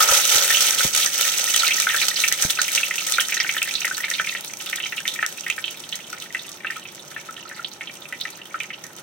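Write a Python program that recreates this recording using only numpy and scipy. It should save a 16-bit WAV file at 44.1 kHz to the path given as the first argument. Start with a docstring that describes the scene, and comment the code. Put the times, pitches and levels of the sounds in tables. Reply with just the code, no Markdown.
"""Fresh leaves fry in hot oil in a deep pan, close to a small stereo microphone.
Their water flashes to steam: random puffs of noise make a dense fizz with sharp spits, over throaty foam.
A few soft thumps fall early; as the fizz thins out, single bubbles pop as short ringing tones.
Late on there is one faint falling whistle. The bowl of the pan colours all of this, and the burner,
a steady filtered noise, rushes faintly underneath throughout."""
import sys
import numpy as np
from scipy import signal
from scipy.fft import rfft, irfft
from scipy.io import wavfile
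from scipy.ndimage import uniform_filter1d

SR = 44100
rng = np.random.default_rng(int(sys.argv[2]) if len(sys.argv) > 2 else 0)


def unload_audio(sound):
    """Save the sound as a 16-bit wav file, at the path given as the first command line argument."""
    columns = np.transpose(np.atleast_2d(sound))
    # keep every value between -1 and 1, then stretch to whole-number steps
    steps = np.round(np.clip(columns, -1, 1) * 32767)
    wavfile.write(sys.argv[1], SR, steps.astype(np.int16))


N = 398134  # length in samples, about 9 s
BINS = np.fft.rfftfreq(N, 1 / SR)  # frequencies in Hz
WET_DB = -9  # the fizz level that the wet leaves start from


def amp(db):
    """Decibels to gain."""
    return 10 ** (np.asarray(db) / 20)


def read(points, hz):
    """A table's value on a log-frequency axis."""
    f, value = np.transpose(points)
    return np.interp(np.log(hz + 1), np.log(f + 1), value)


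def curve(rows):
    """A control curve at every sample."""
    return np.interp(np.arange(N) / SR, *np.transpose(rows))


def add(mix, s, sound):
    """Lays a sound into the mix at time s."""
    part = mix[..., max(round(s * SR), 0):][..., :sound.shape[-1]]
    part += sound[..., :part.shape[-1]]


def swell(rise):
    """An envelope that reaches 1 after the rise time in seconds and then dies away."""
    u = np.arange(int(10 * rise * SR)) / (rise * SR)
    return u * np.exp(1 - u)


def sized(sound, db):
    """Scales a sound so that its energy, spread over 10 ms, has this level."""
    return sound * amp(db) * np.sqrt(.01 * SR / np.mean(np.sum(sound ** 2, -1)))


def local_mean(power, span):
    """Smooth average made by two running means, each over span seconds."""
    size = int(span * SR)
    once = uniform_filter1d(power, size)
    return np.abs(uniform_filter1d(once, size)) + 1e-14


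def noise_pair():
    """Spectra of two white noises, alike by an amount that depends on frequency."""
    # Likeness of the two sides. Each row: frequency in Hz, likeness from 0 to 1.
    likeness = [(40, .5), (150, 0.99), (500, 0.69), (1400, 0.38), (2600, 0.21), (4000, 0.34), (6000, 0.67),
                (10000, 0), (15000, 0)]
    a, b = rfft(rng.standard_normal((2, N)))
    same = np.clip(read(likeness, BINS), 0, 1)
    return np.array([a, same * a + np.sqrt(1 - same ** 2) * b])


def kicks(per_s, spread_db):
    """Random impulses: many small, a few large."""
    sizes = np.minimum(rng.exponential(1, N), 3.5)
    return (rng.random(N) < per_s / SR) * amp(spread_db * sizes)


def moments(per_s, looseness=1.8, count=400):
    """Loosely spaced chance events at a changing rate: rows (sample, two random traits from -1 to 1)."""
    delay, first, second = rng.random((count, 3)).T
    expected = np.cumsum(per_s) / SR  # events due so far
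    at = np.searchsorted(expected, np.arange(count) + looseness * delay)
    return [row for row in zip(at, 2 * first - 1, 2 * second - 1) if row[0] < N]


def steam(fizz_db, fizz_gain_db=-0.5, hiss_share=0.039, own_share=0.6, dulling=0.051,
          spit_octaves=0.74, spit_floor=0.99, spit_tilt=0.12, keener_per_s=0.07, count=500):
    """Each escape of steam is a short puff of noise with its own colour; countless tiny ones make the fizz."""
    # The strongest jets of steam bursting out of the leaves.
    # Each row: start in seconds, level in dB over 10 ms before colouring, length in seconds.
    strong_spits = [(0.07, -11, 0.0074), (0.292, -13, 0.0016), (0.909, -1.5, 0.00022), (0.947, -7.5, 0.002),
                    (1.209, -6, 0.0016), (1.561, -5.5, 0.0013), (1.799, -10.5, 0.002),
                    (2.0812, -7.5, 0.0029), (2.275, -9, 0.0049), (2.3244, -5, 0.00038), (2.416, -9, 0.0074),
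                    (2.5, -7.5, 0.0044), (2.615, -8, 0.0021), (2.749, -10.5, 0.0015), (2.757, -10, 0.0025),
                    (3.063, -11.5, 0.0049), (3.12, -10, 0.0015), (3.198, -8.5, 0.0076),
                    (3.34, -13.5, 0.0038), (3.628, -13, 0.00081), (3.738, -21, 0.0014),
                    (3.852, -13.5, 0.0014), (3.966, -18.5, 0.0036), (4.1, -15, 0.0017),
                    (4.4463, -22, 0.00079), (4.757, -15, 0.0018), (5.0776, -16, 0.00023),
                    (5.138, -20.5, 0.0013), (5.263, -15, 0.00063), (5.5, -17.5, 0.00086),
                    (5.706, -22, 0.0029), (5.952, -19.5, 0.0036), (6.49, -24.5, 0.0018),
                    (8.207, -24, 0.0021), (8.301, -26, 0.0027), (8.8382, -26, 0.0018)]
    centres = np.geomspace(1200, 14000, 7)  # middles of the noise bands in Hz
    per_s = 150 + 3000 * amp(fizz_db)  # wetter leaves puff more often
    shared = 0.084 * puffs(0.0004, per_s) + 0.24 * puffs(0.0098, per_s)

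    spits = np.zeros((len(centres), N))
    all_spits = list(strong_spits) + small_spits(fizz_db)
    for (s, db, length), hz in zip(all_spits, rng.uniform(5500, 14000, count)):
        tilt = spit_tilt + keener_per_s * s  # jets from drier leaves are keener
        broad = spit_floor * (centres / 8000) ** tilt
        peak = np.exp(-(np.log2(centres / hz) / spit_octaves) ** 2)  # each jet favours its own pitch
        colour = (broad + peak) / (1 + spit_floor)
        add(spits, s + length / 2, colour[:, None] * sized(snap(length), db))

    air, out = noise_pair(), np.zeros((2, N))
    for k, hz in enumerate(centres):
        band = np.sqrt(np.interp(np.log(BINS + 1), np.log(centres), np.arange(len(centres)) == k))
        tilt_db = dulling * (fizz_db + 60.0) * np.log2(hz / 8000)  # a gentler boil is duller
        grain = hiss_share + shared + own_share * puffs(0.0022, per_s)
        fizz_power = amp(fizz_db + fizz_gain_db + tilt_db) ** 2 * grain
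        out += irfft(air * band, N) * np.sqrt(fizz_power + spits[k] ** 2)
    return out


def wetness(flutter_db=1.17, slow_hz=2.5, fast_hz=17.0, count=24):
    """Level of the fizz in dB: it falls as the leaves dry, and flutters a little on the way."""
    drying_db_per_s, dry_db = 4.5, -40  # a steady fall that meets a faint lasting sizzle
    t = np.arange(0, N / SR + .01, .005)
    level = np.hypot(amp(WET_DB - drying_db_per_s * t), amp(dry_db))
    rates = np.geomspace(slow_hz, fast_hz, count)
    flutter = sum(np.sin(2 * np.pi * (hz * t + rng.random())) for hz in rates)
    return curve(np.transpose([t, 20 * np.log10(level) + flutter_db * flutter / flutter.std()]))


def puffs(length, per_s, spread_db=8.5):
    """Power of a random run of puffs, with a local mean of about 1."""
    power = np.abs(signal.oaconvolve(kicks(per_s, spread_db) ** 2, snap(length) ** 2)[:N])
    return power / local_mean(power, 0.32)


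def snap(length, attack=0.22, tail=0.095, tail_s=0.017):
    """Envelope of a jet of steam: it breaks out abruptly, runs down, and lingers faintly in the pan."""
    t = np.arange(int(.05 * SR)) / SR
    onset = 1 - np.exp(-t / (attack * length))
    return onset * np.hypot(np.exp(-t / (2 * length)), tail * np.exp(-t / tail_s))


def small_spits(fizz_db, wet_db=-9.0, follow=0.74, spread_db=2.5, wet_per_s=17., thinning=0.2,
                length_s=0.001, length_octaves=1.2):
    """Lesser jets come at random, weaker and rarer as the leaves dry: rows (s, level dB, length s)."""
    dried_db = fizz_db - WET_DB
    rows = []
    for at, size, span in moments(wet_per_s * amp(thinning * dried_db)):
        db = wet_db + follow * dried_db[at] + spread_db * size
        rows.append((at / SR, db, length_s * 2 ** (length_octaves * span)))
    return rows


def lulls():
    """Gain that dips briefly, so that the sizzle sags for a moment."""
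    # Brief lulls in the sizzle. Each row: middle in seconds, half length in seconds, depth in dB.
    dips = [(0.232, 0.011, -6.5), (0.913, 0.021, -14.5), (1.103, 0.03, -7.5), (2.371, 0.02, -5.5),
            (2.479, 0.013, -6.5)]
    t = np.arange(N) / SR
    return amp(sum(db * np.exp(-((t - s) / half) ** 2) for s, half, db in dips))


def bubble(hz, width, glide=0.0052, slap=1.0, slap_width=1500, scatter_db=5.0, scatter_s=0.013,
           apart=1.0, echo=0.48, echo_s=.003):
    """A bubble opens with a broad slap and rings briefly; the pan walls scatter it differently to each side."""
    envelope = swell(1 / (2 * width)) ** 2  # widths in Hz: the wider, the shorter
    age = np.arange(len(envelope)) / len(envelope)
    opening = np.zeros(len(age))
    add(opening, 1 / (4 * width), slap * swell(1 / (2 * slap_width)) ** 2)
    phase = 2 * np.pi * np.cumsum(hz * (1 + glide * (9 * age - 1))) / SR  # the pitch creeps up
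    ring = envelope * np.sin(phase) + opening * np.cos(phase)

    t = np.arange(int(.05 * SR)) / SR
    walls = rng.standard_normal(len(t)) + apart * rng.standard_normal((2, len(t)))
    walls *= np.exp(-t / scatter_s) * (t > .001)
    walls *= amp(scatter_db) / np.linalg.norm(walls[0])
    walls[:, 0] = 1  # the direct sound
    walls[:, int(echo_s * SR * rng.uniform(.7, 1.3))] += echo  # the bowl focuses one strong echo
    return signal.fftconvolve(ring[None], walls, axes=1)


def pops(damping=0.189, damping_spread=0.15, cluster_db=-14.5, cluster_spread_db=2.0,
         first_s=0.004, last_s=0.03, smaller_octaves=0.44, count=2):
    """A large bubble rings for about as many cycles at any pitch, and sets off smaller, higher ones beside it."""
    # The largest bubbles opening at the surface.
    # Each row: start in seconds, level in dB over 10 ms before the pan, pitch in Hz.
    large_bubbles = [(0.0039, -11.5, 1300), (0.024, -21, 1300), (0.087, -16.5, 1360), (0.382, -16, 3900),
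                     (0.8063, -17, 1590), (1.543, -17, 3400), (1.6323, -17.5, 1420), (1.8687, -12, 1630),
                     (1.9443, -12.5, 1610), (2.238, -12, 2490), (2.4994, -18.5, 3700), (2.588, -14, 1520),
                     (2.7768, -15, 2700), (2.8316, -16, 2700), (2.909, -17, 2100), (2.9805, -20.5, 2770),
                     (3.1832, -10.5, 1580), (3.322, -17.5, 2340), (3.3692, -19.5, 1800),
                     (3.4018, -15, 5000), (3.4458, -21, 1690), (3.4917, -15.5, 2220), (3.5658, -19, 1780),
                     (3.618, -15.5, 2540), (3.753, -16, 4060), (3.8463, -16, 2090), (3.9101, -20, 1530),
                     (4.0412, -17.5, 2240), (4.113, -20, 2000), (4.1372, -20, 3850), (4.197, -14, 1660),
                     (4.2713, -20.5, 2250), (4.3496, -21, 2060), (4.73, -18.5, 2090), (4.8013, -24.5, 2740),
                     (4.838, -22.5, 3056), (4.858, -26, 2300), (4.924, -23.5, 1960), (4.9795, -22.5, 2760),
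                     (5.0534, -22.5, 2090), (5.0784, -17.5, 3510), (5.1895, -20.5, 1889),
                     (5.2269, -12.5, 1700), (5.4644, -21, 2030), (5.4994, -16, 2540), (5.5797, -21.5, 1740),
                     (5.641, -20, 3100), (5.6797, -23.5, 2990), (5.9257, -22, 3270), (6.1286, -28, 1406),
                     (6.2213, -31.5, 3273), (6.3476, -17.5, 2022), (6.393, -29.5, 3740),
                     (6.646, -19.5, 1700), (6.6681, -24.5, 2700), (6.7015, -22, 1830), (6.763, -31, 1406),
                     (6.8536, -32, 2586), (7.163, -24, 1830), (7.2873, -30, 1390), (7.3658, -32.5, 3070),
                     (7.4534, -36, 1347), (7.5125, -29.5, 1680), (7.592, -28.5, 1390),
                     (7.6457, -21.5, 3430), (7.809, -25, 2180), (7.8728, -29, 3140), (8.1245, -23, 1987),
                     (8.212, -21, 3860), (8.2524, -22.5, 1990), (8.5423, -21.5, 1443), (8.603, -21, 2470),
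                     (8.7035, -26, 2180)]
    total = len(large_bubbles)
    out = np.zeros((2, N))
    traits = rng.uniform(-0.62, 1, total), rng.random((total, count, 3))
    for (s, db, hz), own, cluster in zip(large_bubbles, *traits):
        width = damping * hz * np.exp(damping_spread * own)
        large = bubble(hz, width, slap=1.33, slap_width=1650, scatter_db=1.2, scatter_s=0.0086, echo=0.37)
        add(out, s, sized(large, db))
        for when, size, pitch in cluster:
            small_hz = hz * 2 ** (smaller_octaves * pitch)
            small_db = db + cluster_db + cluster_spread_db * (2 * size - 1)
            small = sized(bubble(small_hz, damping * small_hz, scatter_db=-4.0), small_db)
            add(out, s + first_s + (last_s - first_s) * when, small)
    return out


def boil(spread_db=1.5, middle_hz=2650, octaves=0.71, damping=0.2, count=36):
    """Middling bubbles pop at random, as often and as loudly as the oil boils."""
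    # How hard the oil boils round the leaves. Each row: time in seconds,
    # middle level of a bubble in dB over 10 ms before lulls and pan, bubbles per second.
    boiling = [(0, -29, 16.3), (1.1, -30, 16), (1.7, -21.5, 33.3), (2.4, -25.5, 17.2), (3.0, -30, 17.7),
               (3.5, -25, 26.6), (4.301, -25.5, 33), (4.5, -35.5, 19.2), (4.75, -28, 34), (5.15, -29.5, 26),
               (5.35, -32, 8.1), (6.298, -37, 13), (7.0, -38, 7.7), (9.0, -30, 5.9)]
    s, db, per_s = np.transpose(boiling)
    level_db, out = curve(np.transpose([s, db])), np.zeros((2, N))
    kinds = []
    for hz in middle_hz * 2 ** (octaves * np.linspace(-1, 1, count)):
        one = bubble(hz, damping * hz, slap=1.25, slap_width=2700, scatter_db=4.0, scatter_s=0.0058)
        kinds.append(sized(one, 0))
    for at, size, pitch in moments(curve(np.transpose([s, per_s]))):
        kind = kinds[int(count * (pitch + 1) / 2)]
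        add(out, at / SR, amp(level_db[at] + spread_db * size) * kind)
    return out


def simmer(per_s=130, low_hz=1800, high_hz=4600, damping=0.19, count=36):
    """Small bubbles of all sizes burst at random around the leaves."""
    # Simmer of small bubbles. Each row: time in seconds, level in dB before lulls and pan.
    simmering = [(0, -30), (0.45, -24), (1.0, -31), (1.8, -23.5), (2.8, -33.5), (3.4, -25), (4.3, -64),
                 (4.5, -63), (5.0, -48), (6.0, -45), (9.0, -49)]
    out = np.zeros((2, N))
    sizes = kicks(per_s, 10.4)
    kinds = [sized(bubble(hz, damping * hz), 0) for hz in np.geomspace(low_hz, high_hz, count)]
    for at in np.flatnonzero(sizes):
        add(out, at / SR, sizes[at] * kinds[rng.integers(count)])
    evened = out / np.sqrt(local_mean(np.mean(out ** 2, 0), 0.44))
    return evened * amp(curve(simmering))


def froth(low_hz=420, high_hz=1500, per_s=400):
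    """Foam heaving up round the wet leaves: a lower, throaty bubbling, made of noise in a low band."""
    # Foam round the leaves. Each row: time in seconds, level in dB before lulls and pan.
    foam = [(0, -21.5), (0.12, -20), (0.24, -32.5), (0.4, -25), (0.8, -47), (1.1, -48), (3.0, -61),
            (9.0, -46.5)]
    band = 1 / np.sqrt((1 + (low_hz / (BINS + 1)) ** 8) * (1 + (BINS / high_hz) ** 6))
    body = irfft(noise_pair() * band, N)
    heaving = np.sqrt(.5 + .5 * puffs(0.0025, per_s, spread_db=33.0))
    return amp(curve(foam)) * body / body.std() * heaving


def thumps(knock=0.8, knock_hz=600):
    """A low, heavily damped push with a dull knock on top."""
    # Soft low thumps. Each row: start in seconds, level of the push in dB before it is
    # shared between the sides, pitch in Hz, swell time in seconds.
    pushes = [(0.109, -34.5, 80, 0.0026), (0.352, -32, 132, 0.0038), (0.847, -24, 133, 0.0043),
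              (2.447, -26, 135, 0.0035)]
    out = np.zeros(N)
    for s, db, hz, rise in pushes:
        envelope = swell(rise)
        t = np.arange(len(envelope)) / SR
        dull = signal.lfilter(*signal.butter(2, knock_hz, fs=SR), rng.standard_normal(len(t)))
        push = -np.sin(2 * np.pi * hz * t)
        add(out, s, amp(db) * envelope * (knock * dull / dull.std() + push))
    return out * amp([[2.5], [-3.5]])  # louder on the left


def whistle(start_s=6.45, length=0.099, hz=1190, fall=0.031, db=-51):
    """One faint, slightly falling whistle, as of steam through a pinhole."""
    out, u = np.zeros(N), np.linspace(0, 1, int(length * SR))
    tone = np.sin(2 * np.pi * np.cumsum(hz * (1 - fall * u)) / SR)
    add(out, start_s, amp(db) * np.sin(np.pi * u) * tone)
    return out


def coloured(x, gain, size=4096):
    """Causal filter with the given gain as a function of frequency."""
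    log_gain = np.log(gain(np.abs(np.fft.fftfreq(size, 1 / SR))))
    # this phase makes the filter answer as early as it can
    taps = np.fft.ifft(np.exp(np.conj(signal.hilbert(log_gain)))).real[:size // 2]
    return signal.oaconvolve(x, taps)[:N]


def bowl_gain(hz):
    """The air in the pan rings at its modes and lets little bass out."""
    # Air modes of the bowl. Each row: frequency in Hz, width in Hz, level in dB over the direct sound.
    air_modes = [(560, 77, 11.5), (836, 194, 8), (1300, 31, -10.5), (1660, 37, -47), (1830, 285, -4),
                 (2310, 64, -2), (2650, 135, -2), (3056, 86, -1)]
    # How well the oil surface radiates out of the pan, relative to the last row.
    # Each row: frequency in Hz, level in dB.
    radiation = [(40, -32.5), (200, -36.5), (400, -16.5), (700, -21.5), (1000, -19.5), (1150, -23),
                 (1270, -3.5), (1560, -8.5), (1670, -18.5), (1770, -9), (3400, -11), (4500, -4)]
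    modes = sum(amp(db) / (1 + (2 * (hz - f) / width) ** 2) for f, width, db in air_modes)
    return amp(read(radiation, hz) - radiation[-1][1]) * (1 + modes)


def kitchen(x, wet_db=-10.0, wander_hz=3., count=4):
    """A short diffuse tail with its own decay per pitch; it changes as the boiling wanders over the pan."""
    # Echo of the kitchen. Each row: frequency in Hz, time to fall by 60 dB in seconds.
    decay = [(200, 0.11), (1500, 0.21), (5000, 0.21), (15000, 0.3)]
    wet, turn = np.zeros((2, N)), np.pi * wander_hz * np.arange(N) / SR
    for k in range(count):
        hz, t, z = signal.stft(rng.standard_normal((2, SR // 2)), SR, nperseg=256)
        fading = amp(-60 * t / read(decay, hz)[:, None])
        tail = signal.istft(z * fading, SR, nperseg=256)[1]
        tail[:, :int(.007 * SR)] = 0  # no echo in the first 7 ms
        share = np.sin(turn * (1 + k / count) + k) * np.sqrt(2 / count)
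        wet += signal.oaconvolve(x * share, tail / np.linalg.norm(tail[0]), axes=1)[:, :N]
    return x + amp(wet_db) * wet


def burner(level_db=-47.5):
    """Low steady rush under the pan, made of filtered noise."""
    # Colour of the rush. Each row: frequency in Hz, relative level in dB per Hz.
    rush_colour = [(20, -32), (54, -21), (90, -7.5), (125, 0), (155, 4), (200, 3.5), (280, 0), (356, 6),
                   (430, -2), (580, 2), (715, -2.5), (860, 0.5), (1200, -6.5), (4000, -16), (16000, -31)]
    rush = irfft(noise_pair() * amp(read(rush_colour, BINS)), N)
    return amp(level_db) * rush / rush.std()


def scene():
    """Steam and bubbles sound through the pan into the kitchen; the left microphone is a little nearer."""
    sizzle = boil() + steam(wetness()) + froth() + simmer()
    oil = pops() + sizzle * lulls()
    pan = np.array([coloured(side, bowl_gain) for side in oil])
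    pan[1] = np.pad(pan[1], (2, 0))[:N]  # the right side hears the pan two samples later
    return kitchen(pan + thumps() + whistle()) + burner()


def record(dry, edge_hz=16000):
    """The two ports colour the treble, the highest peaks are rounded off; then the band limit."""
    # Each microphone port has its own resonance; levels count from the first row.
    # Each row: frequency in Hz, level in dB.
    left_port = [(2000, -3), (3600, -2), (4600, -12.5), (6200, -17), (7200, -12.5), (7700, -7.5),
                 (8200, -4), (9000, -10), (10500, -13), (12000, -12.5), (13500, -20.5), (15500, -11)]
    right_port = [(2000, -3), (3600, 4), (4700, -7.5), (5500, -3.5), (6050, 4), (6600, -3), (7300, -15),
                  (8000, -21), (9300, -23), (11500, -28.5), (13500, -13), (15500, -20)]
    heard = np.array([coloured(side, lambda hz: amp(read(port, hz) - port[0][1]))
                      for side, port in zip(dry, (left_port, right_port))])
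    heard /= (1 + (heard / .75) ** 4) ** .25
    low_pass = signal.firwin(511, edge_hz, window=("kaiser", 9), fs=SR)
    return signal.oaconvolve(heard, low_pass[None], "same")


dry = scene()
out = record(dry)
unload_audio(out)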